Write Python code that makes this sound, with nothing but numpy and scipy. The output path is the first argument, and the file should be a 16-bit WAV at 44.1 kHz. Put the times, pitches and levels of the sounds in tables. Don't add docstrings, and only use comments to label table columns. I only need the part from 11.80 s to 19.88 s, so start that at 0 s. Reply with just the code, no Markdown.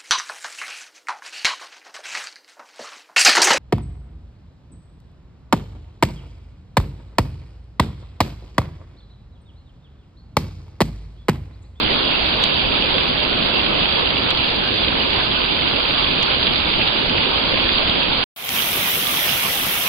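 import sys
import numpy as np
from scipy import signal
from scipy.fft import rfft, irfft, next_fast_len
from scipy.io import wavfile
from scipy.ndimage import uniform_filter1d, map_coordinates

SR = 44100
rng = np.random.default_rng(int(sys.argv[2]) if len(sys.argv) > 2 else 0)


def store_wav(level_fs):
    pcm = np.round(np.clip(np.atleast_2d(level_fs), -1, 1) * 32767)
    wavfile.write(sys.argv[1], SR, pcm.T.astype(np.int16))


N = 356328
YARD_END, WALL_START = 6.4405, 6.562

# moment in seconds, left level in dB,
# right level in dB, pitch in Hz; levels are those before the drops are dulled.
DROPS = [(0.6388, 2, 3, 3780), (1.1824, -10, -1, 3285), (1.6257, -7, -3.5, 3350), (1.8636, -14, -2, 3440),
         (2.0316, -2.5, -8.5, 3300), (2.1945, -4.5, -9, 3690), (2.3055, -7.5, -3, 3400),
         (2.506, -0.5, -4, 3470), (3.083, -7, -1, 3310), (4.196, -6.5, -9, 3310),
         (4.4304, -5.5, -2.5, 3120), (4.6288, -9, -1, 3610), (4.669, -4, 2, 3330), (4.6769, -9, 0.1, 3020),
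         (5.0752, -8, 0.1, 3530), (5.38, -9.5, -4, 2900), (5.8908, -6, -0.5, 2910), (6.7912, -19, -7, 3320),
         (6.8214, -17, -5, 3400), (7.156, -16, -12, 2700), (7.2696, -15, -4, 3500), (7.493, -21, -8, 3001)]


def amp(db):
    return 10 ** (np.asarray(db) / 20)


def unit(x):
    return x / np.sqrt(np.mean(x ** 2) + 1e-20)


def along(points, hz):
    f, *columns = np.transpose(points)
    return np.array([np.interp(np.log(hz + 1), np.log(f + 1), column) for column in columns])


def wobble(rate):
    knots = rng.standard_normal(int(N * rate / SR) + 4)
    return map_coordinates(knots, [np.arange(N) * rate / SR])


def filtered(x, response):
    m = next_fast_len(N + 8192)
    return irfft(rfft(x, m) * response(np.fft.rfftfreq(m, 1 / SR)), m)[..., :N]


def below(x, hz):
    return filtered(x, lambda f: 1 / (1 + (f / hz) ** 4))


def hiss(alike, patchy_db, fizz_db):
    white = signal.stft(rng.standard_normal((2, N)), nperseg=512)[2]
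    shape = white.shape[1:]
    patches = uniform_filter1d(rng.standard_normal(shape), size=8, axis=0)
    patches = uniform_filter1d(patches, size=10, axis=1)
    fizz = uniform_filter1d(rng.standard_normal(shape), size=7, axis=1)
    gain_db = patchy_db * unit(patches) + fizz_db * unit(fizz)
    pair = signal.istft(white * amp(gain_db), nperseg=512)[1][:, :N]

    def mid_side_gains(hz):
        angle = np.arccos(np.clip(along(alike, hz)[0], -1, 1)) / 2
        return np.array([np.cos(angle), np.sin(angle)])

    mid, side = filtered(pair, mid_side_gains)
    return unit(np.array([mid + side, mid - side]))


def splats(s, gains, hz, cycles, size=200):
    t = np.arange(size) / SR
    rise = cycles / hz
    u = t / rise[:, None]
    envelope = (np.e * u * np.exp(-u))[:, None]
    phase = rng.uniform(0, 2 * np.pi, (len(s), 2, 1))
    ragged = 1 + .5 * rng.standard_normal((len(s), 2, size))
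    wave = envelope * np.sin(2 * np.pi * hz[:, None, None] * t + phase) * ragged
    first = (np.clip(s - rise, 0, None) * SR).astype(int)
    at = first[:, None] + np.arange(size)
    ports = []
    for c in (0, 1):
        weighted = wave[:, c] * gains[:, c, None]
        ports.append(np.bincount(at.ravel(), weighted.ravel(), N + size)[:N])
    return np.array(ports)


def patter(span, low_hz, high_hz, spread_db, cycles, count):
    draw = rng.uniform(size=(count, 3))
    s = span[0] + (span[1] - span[0]) * draw[:, 0]
    hz = low_hz + (high_hz - low_hz) * draw[:, 1]
    size_db = np.minimum(-spread_db * np.log(draw[:, [2]]), 11)
    size_db = size_db + 1.9 * rng.standard_normal((count, 2))
    splashes = splats(s, amp(size_db), hz, cycles)
    bright = splashes - below(splashes, low_hz)
    return unit(bright) * np.sqrt((span[1] - span[0]) * SR / N)


def stray_drops(count):
    s, draw = rng.uniform(0, YARD_END, count), rng.standard_normal((count, 3))
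    levels_db = np.add((-11, -4.5), 2.5 * draw[:, :2])
    hz = 3500 + 350 * draw[:, 2]
    return list(np.column_stack([s, levels_db, hz]))


def big_drops(table, cycles, top_hz):
    s, left_db, right_db, hz = np.transpose(table)
    gains = amp(np.transpose([left_db, right_db]))
    drops = splats(s, gains, hz, cycles)
    for late_s, late_db in [(.0016, -1.5), (.0038, -5.5)]:
        late = s + late_s * rng.uniform(.7, 1.3, len(s))
        drops += splats(late, gains * amp(late_db), hz * rng.uniform(.8, 1.25, len(s)), cycles)
    return below(drops, top_hz)


def ticks():
    # moment in seconds, level in dB before the burst is coloured.
    tick_rows = [(0.3222, -35), (0.4663, -29), (0.6245, -19), (0.6388, -6.5), (1.6257, -38), (1.9435, -39),
                 (2.3047, -37), (2.506, -11.5), (2.5775, -34), (3.3253, -31), (4.189, -35), (4.3105, -32),
                 (4.4292, -12.5), (5.0731, -27)]
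    top_hz, slope, dull_db = 5960, 3.2, 7
    out, n = np.zeros((2, N)), np.arange(1024)
    distance = np.abs(n - 300)
    decay = amp(-.25 * distance) + amp(-19.0 - 0.028 * distance)
    hz = np.fft.rfftfreq(len(n), 1 / SR)
    for s, db in tick_rows:
        burst = rfft(decay * np.hanning(len(n)) * rng.standard_normal((2, len(n))))
        colour = np.clip(hz / 500 - 9, 0, 1) / (1 + (hz / top_hz) ** (slope - db / dull_db))
        out[:, round(s * SR) - 300:][:, :len(n)] += amp(db) * irfft(burst * colour)
    return out


def snap():
    # start in seconds, left level in dB, right level in dB, both before softening.
    snap_row = (6.692, -2, -21)
    at, out = round(snap_row[0] * SR), np.zeros((2, N))
    level_db = np.array(snap_row[1:])[:, None] - np.arange(60) * 1.1
    out[:, at:at + 60] = amp(level_db) * rng.standard_normal(60)
    return below(out, 9000)


def runoff(bass):
    return amp(-37 + 2.1 * wobble(6)) * unit(bass)


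def wall():
    # frequency in Hz, left gain in dB, right gain in dB.
    wall_ports = [(30.5, -15, -10), (156, -4.5, -5), (453, -11.5, -7.5), (800, -9, -4), (1290, -7, -6.5),
                  (1750, -11.5, -7.5), (2290, -11, -1.5), (3360, -11.5, 1.5), (4450, -11.5, -10.5),
                  (5930, -12.5, -11), (7600, -15, -25), (10160, -8, -31), (11800, -2.5, -29),
                  (14500, -5, -33)]
    # frequency in Hz, correlation from -1 to 1.
    wall_alike = [(60, 0.99), (200, .98), (340, .92), (640, 0.69), (900, 0.051), (1400, 0), (4000, 0.012)]
    rain_db, spray_db = -23, -24.5
    fade_s, fade_from_db = .2, -15.5
    swell_s, swell_lasts_s, swell_db = 7.5, 0.11, 2.5
    t = np.arange(N) / SR
    fade_db = fade_from_db * np.clip(1 - (t - WALL_START) / fade_s, 0, 1)
    swell = swell_db * np.exp(-((t - swell_s) / swell_lasts_s) ** 2)

    far = hiss(wall_alike, patchy_db=0.9, fizz_db=3.0)
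    near = patter((6.55, 8.07), 1300, 17000, spread_db=1.0, cycles=.9, count=6000)
    spit = patter((6.55, 8.07), 8000, 15500, spread_db=4.2, cycles=3.5, count=900)
    mixed = far + amp(-8.0) * near + amp(-8.5) * spit
    water = filtered(mixed, lambda hz: amp(along(wall_ports, hz)) * hz / np.hypot(hz, 25))

    bass, dull = below(water, 380), below(water, 6200)
    sound = amp(rain_db + swell + 0.19 * wobble(5.6) + 0.27 * wobble(17)) * unit(dull - bass)
    sound += amp(spray_db + 0.56 * wobble(12)) * unit(water - dull)
    sound += runoff(bass)
    drops = big_drops([d for d in DROPS if d[0] > WALL_START], cycles=1.46, top_hz=4840)
    return amp(fade_db) * sound + snap() + drops


def drain(bass):
    return amp(-26.5 + 0.25 * wobble(2.5) + 0.32 * wobble(7)) * unit(bass)


def narrow_channel(sound):
    top_hz = 4927
    squeezed = sound / (1 + np.abs(sound / .85) ** 4) ** (1 / 4)

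    def response(hz):
        loss_db = np.clip((hz - top_hz + 180) / 60, 0, 9) ** 2 * 1.01
        return amp(-loss_db) * hz / np.hypot(hz, 15)

    return filtered(squeezed, response)


def yard():
    # frequency in Hz, left gain in dB, right gain in dB.
    yard_ports = [(25, 3, -0.5), (60, 3, 4.5), (89, -2, -0.5), (280, 1.5, 2), (400, 2, 4), (710, -3, -0.5),
                  (965, -1.5, 1.5), (1310, -6, -1), (1490, -3, -2.5), (1880, -9, -7.5), (2603, -4.5, 3),
                  (3320, 0, 5), (4200, -4.5, -1), (4700, -2.5, -3)]
    # frequency in Hz, correlation from -1 to 1.
    yard_alike = [(40, 1), (130, 0.85), (260, 0.44), (340, -0.15), (430, -0.5), (560, 0.37), (900, -0.035)]
    rain_db = -14
    near = patter((0, 6.45), 1400, 5500, spread_db=3.0, cycles=1.2, count=9000)
    mixed = hiss(yard_alike, patchy_db=0.83, fizz_db=2.0) + amp(-10.0) * near
    water = filtered(mixed, lambda hz: amp(along(yard_ports, hz)))

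    bass = below(water, 450)
    waver_db = 0.5 * wobble(1.9) + 0.46 * wobble(9) + 0.39 * wobble(25)
    sound = amp(rain_db + waver_db) * unit(water - bass) + drain(bass)
    drops = [d for d in DROPS if d[0] < YARD_END] + stray_drops(count=20)
    sound += big_drops(drops, cycles=0.76, top_hz=6100)
    return narrow_channel(sound)


def scene():
    t = np.arange(N) / SR
    return (yard() + ticks()) * (t < YARD_END) + wall() * (t > WALL_START)


def record(dry):
    return filtered(dry, lambda hz: np.sin(np.clip((15830 - hz) / 140, 0, 1) * np.pi / 2) ** 2)


dry = scene()
out = record(dry)
store_wav(out)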